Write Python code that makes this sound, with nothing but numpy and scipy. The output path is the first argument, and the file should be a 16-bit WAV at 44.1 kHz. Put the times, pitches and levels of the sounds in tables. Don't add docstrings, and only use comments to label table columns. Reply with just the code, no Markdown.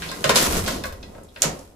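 import sys
import numpy as np
from scipy import signal
from scipy.fft import rfft, irfft, next_fast_len
from scipy.io import wavfile

SR = 44100
rng = np.random.default_rng(int(sys.argv[2]) if len(sys.argv) > 2 else 0)


def output_pcm(signal):
    pcm = np.clip(np.atleast_2d(signal).T, -1, 1) * 32767
    wavfile.write(sys.argv[1], SR, np.round(pcm).astype(np.int16))


def ratio_of_db(decibels):
    return 10 ** (np.asarray(decibels, float) / 20)


N = 77175

# frequency in Hz, relative level in dB, t60 in seconds.
BAR_MODES = [(1057, 2, 0.11), (1486, 6, 0.057), (1619.4, 5.5, 0.06), (1919, -7.5, 0.29), (2094, -8.5, 0.12),
             (2500, 0.5, 0.036), (3390, -14, 0.1), (3700, -4.5, 0.057), (4110, -7, 0.07), (5090, -2, 0.039)]
# frequency in Hz, relative level in dB, t60 in seconds.
PANEL_MODES = [(224.7, -9.5, 0.24), (308, -7, 0.058), (419.7, 0, 0.051), (513.4, -2.5, 0.13),
               (556.6, 2, 0.069), (630.6, 6.5, 0.044), (761.7, -3, 0.055), (930.3, -4, 0.06),
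               (1296.5, -3.5, 0.073)]


def evened(x):
    return x / np.sqrt(np.mean(x ** 2) + 1e-20)


def read(points, hz):
    f, value = np.transpose(points)
    return np.interp(np.log(hz + 1), np.log(f + 1), value)


def coloured(x, points):
    hz = np.fft.rfftfreq(x.shape[-1], 1 / SR)
    return irfft(rfft(x) * ratio_of_db(read(points, hz)), x.shape[-1])


def ring(modes, rise_cycles=1):
    spread_db, neighbour_db = 2.5, -1.5
    detune = 0.0322
    channel_rad = 0.76
    t = np.arange(SR // 4) / SR
    hz, db, t60 = np.transpose(modes * 3)[:, None, :, None]
    level, tune, phase = rng.standard_normal((3, 2, hz.size, 1))
    tune = tune[:1]
    tune[:, :len(modes)] = 0
    db = db + neighbour_db * (tune != 0)
    decay = ratio_of_db(db + spread_db * level - 60 * t / t60)
    start_rad = 2 * phase[:1] + channel_rad * phase[::-1]
    sines = decay * np.sin(2 * np.pi * hz * (1 + detune * tune) * t + start_rad)
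    sines = sines * (1 - np.exp(-t * hz / rise_cycles))
    early_power = (sines[..., :800] ** 2).sum(1).mean()
    return sines.sum(1) / np.sqrt(early_power)


def car_rumble():
    # frequency in Hz, relative level in dB per Hz.
    rumble_spectrum = [(18, 1), (34, 8.5), (86, 9.5), (124, -4.5), (180, -32), (310, -120)]
    return evened(coloured(rng.standard_normal((2, N)), rumble_spectrum))


def joint_grains():
    clicks_per_s, size_db = 1500, 3.7
    scrape_db = 6
    clicks = ratio_of_db(size_db * np.minimum(rng.exponential(1, N), 5))
    clicks = clicks * (rng.random(N) < clicks_per_s / SR)
    click_decay = np.exp(-np.arange(200) / 31.0)
    envelope = evened(signal.oaconvolve(clicks, click_decay)[:N])
    return (envelope + ratio_of_db(scrape_db)) * rng.standard_normal((2, N))


def rung_by(grains, spectrum, modes, ring_db):
    rung = evened(signal.fftconvolve(grains, ring(modes), axes=1)[:, :N])
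    return evened(evened(coloured(grains, spectrum)) + ratio_of_db(ring_db) * rung)


def lattice_rattle(grains):
    # frequency in Hz, relative level in dB per Hz.
    rattle_spectrum = [(500, -72), (1000, 0.5), (3000, -3.5), (6500, -4), (12000, -6), (15000, -13.5)]
    return rung_by(grains, rattle_spectrum, BAR_MODES, ring_db=-18)


def panel_hum(grains):
    # frequency in Hz, relative level in dB per Hz.
    hum_spectrum = [(110, -2.5), (180, 4.5), (600, -1), (1100, -12), (2200, -59)]
    return rung_by(grains, hum_spectrum, PANEL_MODES, ring_db=-12.5)


def lattice():
    # time in seconds, rms level in dB of the rattle, of the panel hum, of the rumble.
    shaking = [(0.0, -39, -40, -45), (0.228, -40.5, -38, -49.5), (0.282, -33, -31, -33),
               (0.336, -39.5, -27, -52), (0.362, -16, -31, -48), (0.418, -20, -25, -46),
               (0.462, -21, -26, -39), (0.49, -27, -25.5, -28.5), (0.584, -24.5, -25.5, -32),
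               (0.629, -33, -30.5, -28), (0.72, -32.5, -31.5, -38.5), (0.81, -46, -33.5, -42),
               (0.936, -55.5, -46.5, -40), (1.167, -56, -43, -44.5), (1.32, -59.5, -53, -52.5),
               (1.398, -49.5, -54, -53), (1.468, -41.5, -27.5, -43), (1.687, -56, -52.5, -50.5),
               (1.75, -63.5, -51, -54)]
    times, *levels_db = np.transpose(shaking)
    t = np.arange(N) / SR
    rattle, hum, rumble = (ratio_of_db(np.interp(t, times, db)) for db in levels_db)
    grains = joint_grains()
    return rattle * lattice_rattle(grains) + hum * panel_hum(grains) + rumble * car_rumble()


def booms():
    # start in seconds, level in dB ahead of rise and decay, frequency in Hz, t60 in seconds.
    boom_rows = [(.0, -36, 164.4, 0.88), (0.244, -20, 143.3, 0.28), (1.447, -19, 154.5, 0.25)]
    rise_s = 0.0088
    out = 0
    for start, db, hz, t60 in boom_rows:
        t = np.maximum(np.arange(N) / SR - start, 0)
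        rise = (1 - np.exp(-t / rise_s)) ** 2
        sine = np.sin(2 * np.pi * (hz * t + rng.random()))
        out = out + ratio_of_db(db - 60 * t / t60) * rise * sine
    return out


def car(x):
    # frequency in Hz, t60 in seconds.
    car_decay = [(100, 0.21), (400, 0.46), (1500, 0.28), (5000, 0.25), (12000, 0.16)]
    rise_s = 0.0072
    hz, t, z = signal.stft(rng.standard_normal((2, SR)), SR, nperseg=256)
    decay = ratio_of_db(-60 * t / read(car_decay, hz)[:, None])
    tail = signal.istft(z * decay, SR, nperseg=256)[1]
    tail *= np.minimum(np.arange(tail.shape[1]) / SR / rise_s, 1) ** 2
    return signal.fftconvolve(x, tail / np.linalg.norm(tail[0]), axes=1)[:, :N]


def knock(crack_db, crack_hz, octaves, bar_db, thud_db, contact_ms):
    rise_share = 0.017
    favour_db = -2
    t = np.arange(SR // 4) / SR
    hz = np.fft.rfftfreq(len(t), 1 / SR)
    hump = np.exp(-0.5 * (np.log2((hz + 1) / crack_hz) / octaves) ** 2)
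    noise = evened(irfft(rfft(rng.standard_normal((2, len(t)))) * hump, len(t)))
    u = 1000 * t / contact_ms
    crack = noise * np.exp(-u) * np.minimum(u / rise_share, 1)
    bars = [(f, db + favour_db * (np.log2(f / crack_hz) / octaves) ** 2, t60) for f, db, t60 in BAR_MODES]
    bar_ring = ratio_of_db(bar_db) * ring(bars, rise_cycles=6.9)
    thud = ratio_of_db(thud_db) * ring(PANEL_MODES, rise_cycles=4.1)
    return ratio_of_db(crack_db) * (crack + bar_ring + thud)


def gate_blows():
    # start in seconds, crack level in dB, crack centre in Hz, crack width in octaves,
    # bar ring and panel thud in dB against the crack, contact length (decay constant) in ms.
    knock_rows = [(0.0199, -31.5, 2380, 0.84, -5, -35, 37), (0.0893, -32, 4030, 0.29, -20, -7, 21),
                  (0.115, -28.5, 2900, 1.4, -7, -18.5, 5.1), (0.2416, -13.5, 2500, 1.13, -10.5, -9.5, 6),
                  (.2930, -11.5, 1080, 1.84, -8, -8, 12.4), (0.3573, -12.5, 4220, 0.88, -12, -8.5, 23),
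                  (0.661, -29, 4200, 0.63, -15, -14, 63), (.6775, -22.5, 2220, 2.2, -7, -7.5, 10.5),
                  (0.8376, -27.5, 2570, 1.5, -4.5, -13, 5.6), (0.8460, -41, 1006, 0.34, 5.5, -5, 6),
                  (0.854, -33, 6950, 2.3, -34, -6, 18), (.9250, -39, 2500, 2.7, -9.5, -4.5, 8.4),
                  (1.0283, -38.5, 3870, 0.49, -7.5, -13, 7.2), (1.149, -45, 1800, 0.78, -10.5, -1.5, 6),
                  (1.18, -49, 1800, 0.68, -7, 1.5, 5.2), (1.2338, -46.5, 8500, 0.38, -33, -27, 6.4),
                  (1.2870, -58, 3750, 0.25, -2.5, -22, 8.3), (1.3615, -34, 2680, 0.52, -8.5, -9, 3.5),
                  (1.4204, -2.5, 7060, 0.33, -47, -35.5, 1.27), (1.4195, -17, 4300, 1.06, -28, -18.5, 18.7),
                  (1.435, -27, 1160, 0.93, -9, -2, 30), (1.5911, -39.5, 6740, 0.52, -32, -9.5, 4.5)]
    hits = np.zeros((2, N + SR))
    for start, *row in knock_rows:
        sound = knock(*row)
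        first = round(start * SR)
        hits[:, first:first + sound.shape[1]] += sound
    return hits[:, :N]


def scene():
    hits = gate_blows()
    echo_db = -4
    return hits + ratio_of_db(echo_db) * car(hits) + booms() + lattice()


def low_pass(x):
    return signal.sosfilt(signal.butter(12, 16490, fs=SR, output="sos"), x)


def record(dry):
    # frequency in Hz, left-right likeness from 0 to 1.
    likeness = [(60, 0.98), (130, 0.97), (290, 0.75), (640, 0.18), (1400, 0.0041), (6000, 0.096)]
    treble_from_hz, treble_span_hz = 8820, 500
    lead_s = 0.0003196
    phase_dwell = 0.27
    edge_hz, edge_width_hz = 15600, 220
    size = next_fast_len(N + 999)
    hz = np.fft.rfftfreq(size, 1 / SR)
    a, b = rfft(dry, size)
    treble = np.clip((hz - treble_from_hz) / treble_span_hz, 0, 1)
    treble_same = np.sin(np.pi / 2 * np.sin(np.pi / 2 * treble))
    same = np.maximum(np.clip(read(likeness, hz), 0, 1), treble_same)
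    lead = 2 * np.pi * hz * lead_s
    inverted = -np.exp(1j * (lead - phase_dwell * np.sin(2 * lead)))
    turn = np.where(treble > 0, inverted, 1)
    right = same * turn * a + np.sqrt(1 - same ** 2) * b
    edge = 1 / (1 + np.exp((hz - edge_hz) / edge_width_hz))
    stereo = irfft(edge * np.array([a, right]), size)[:, :N]
    return low_pass(stereo)


dry = scene()
out = record(dry)
output_pcm(out)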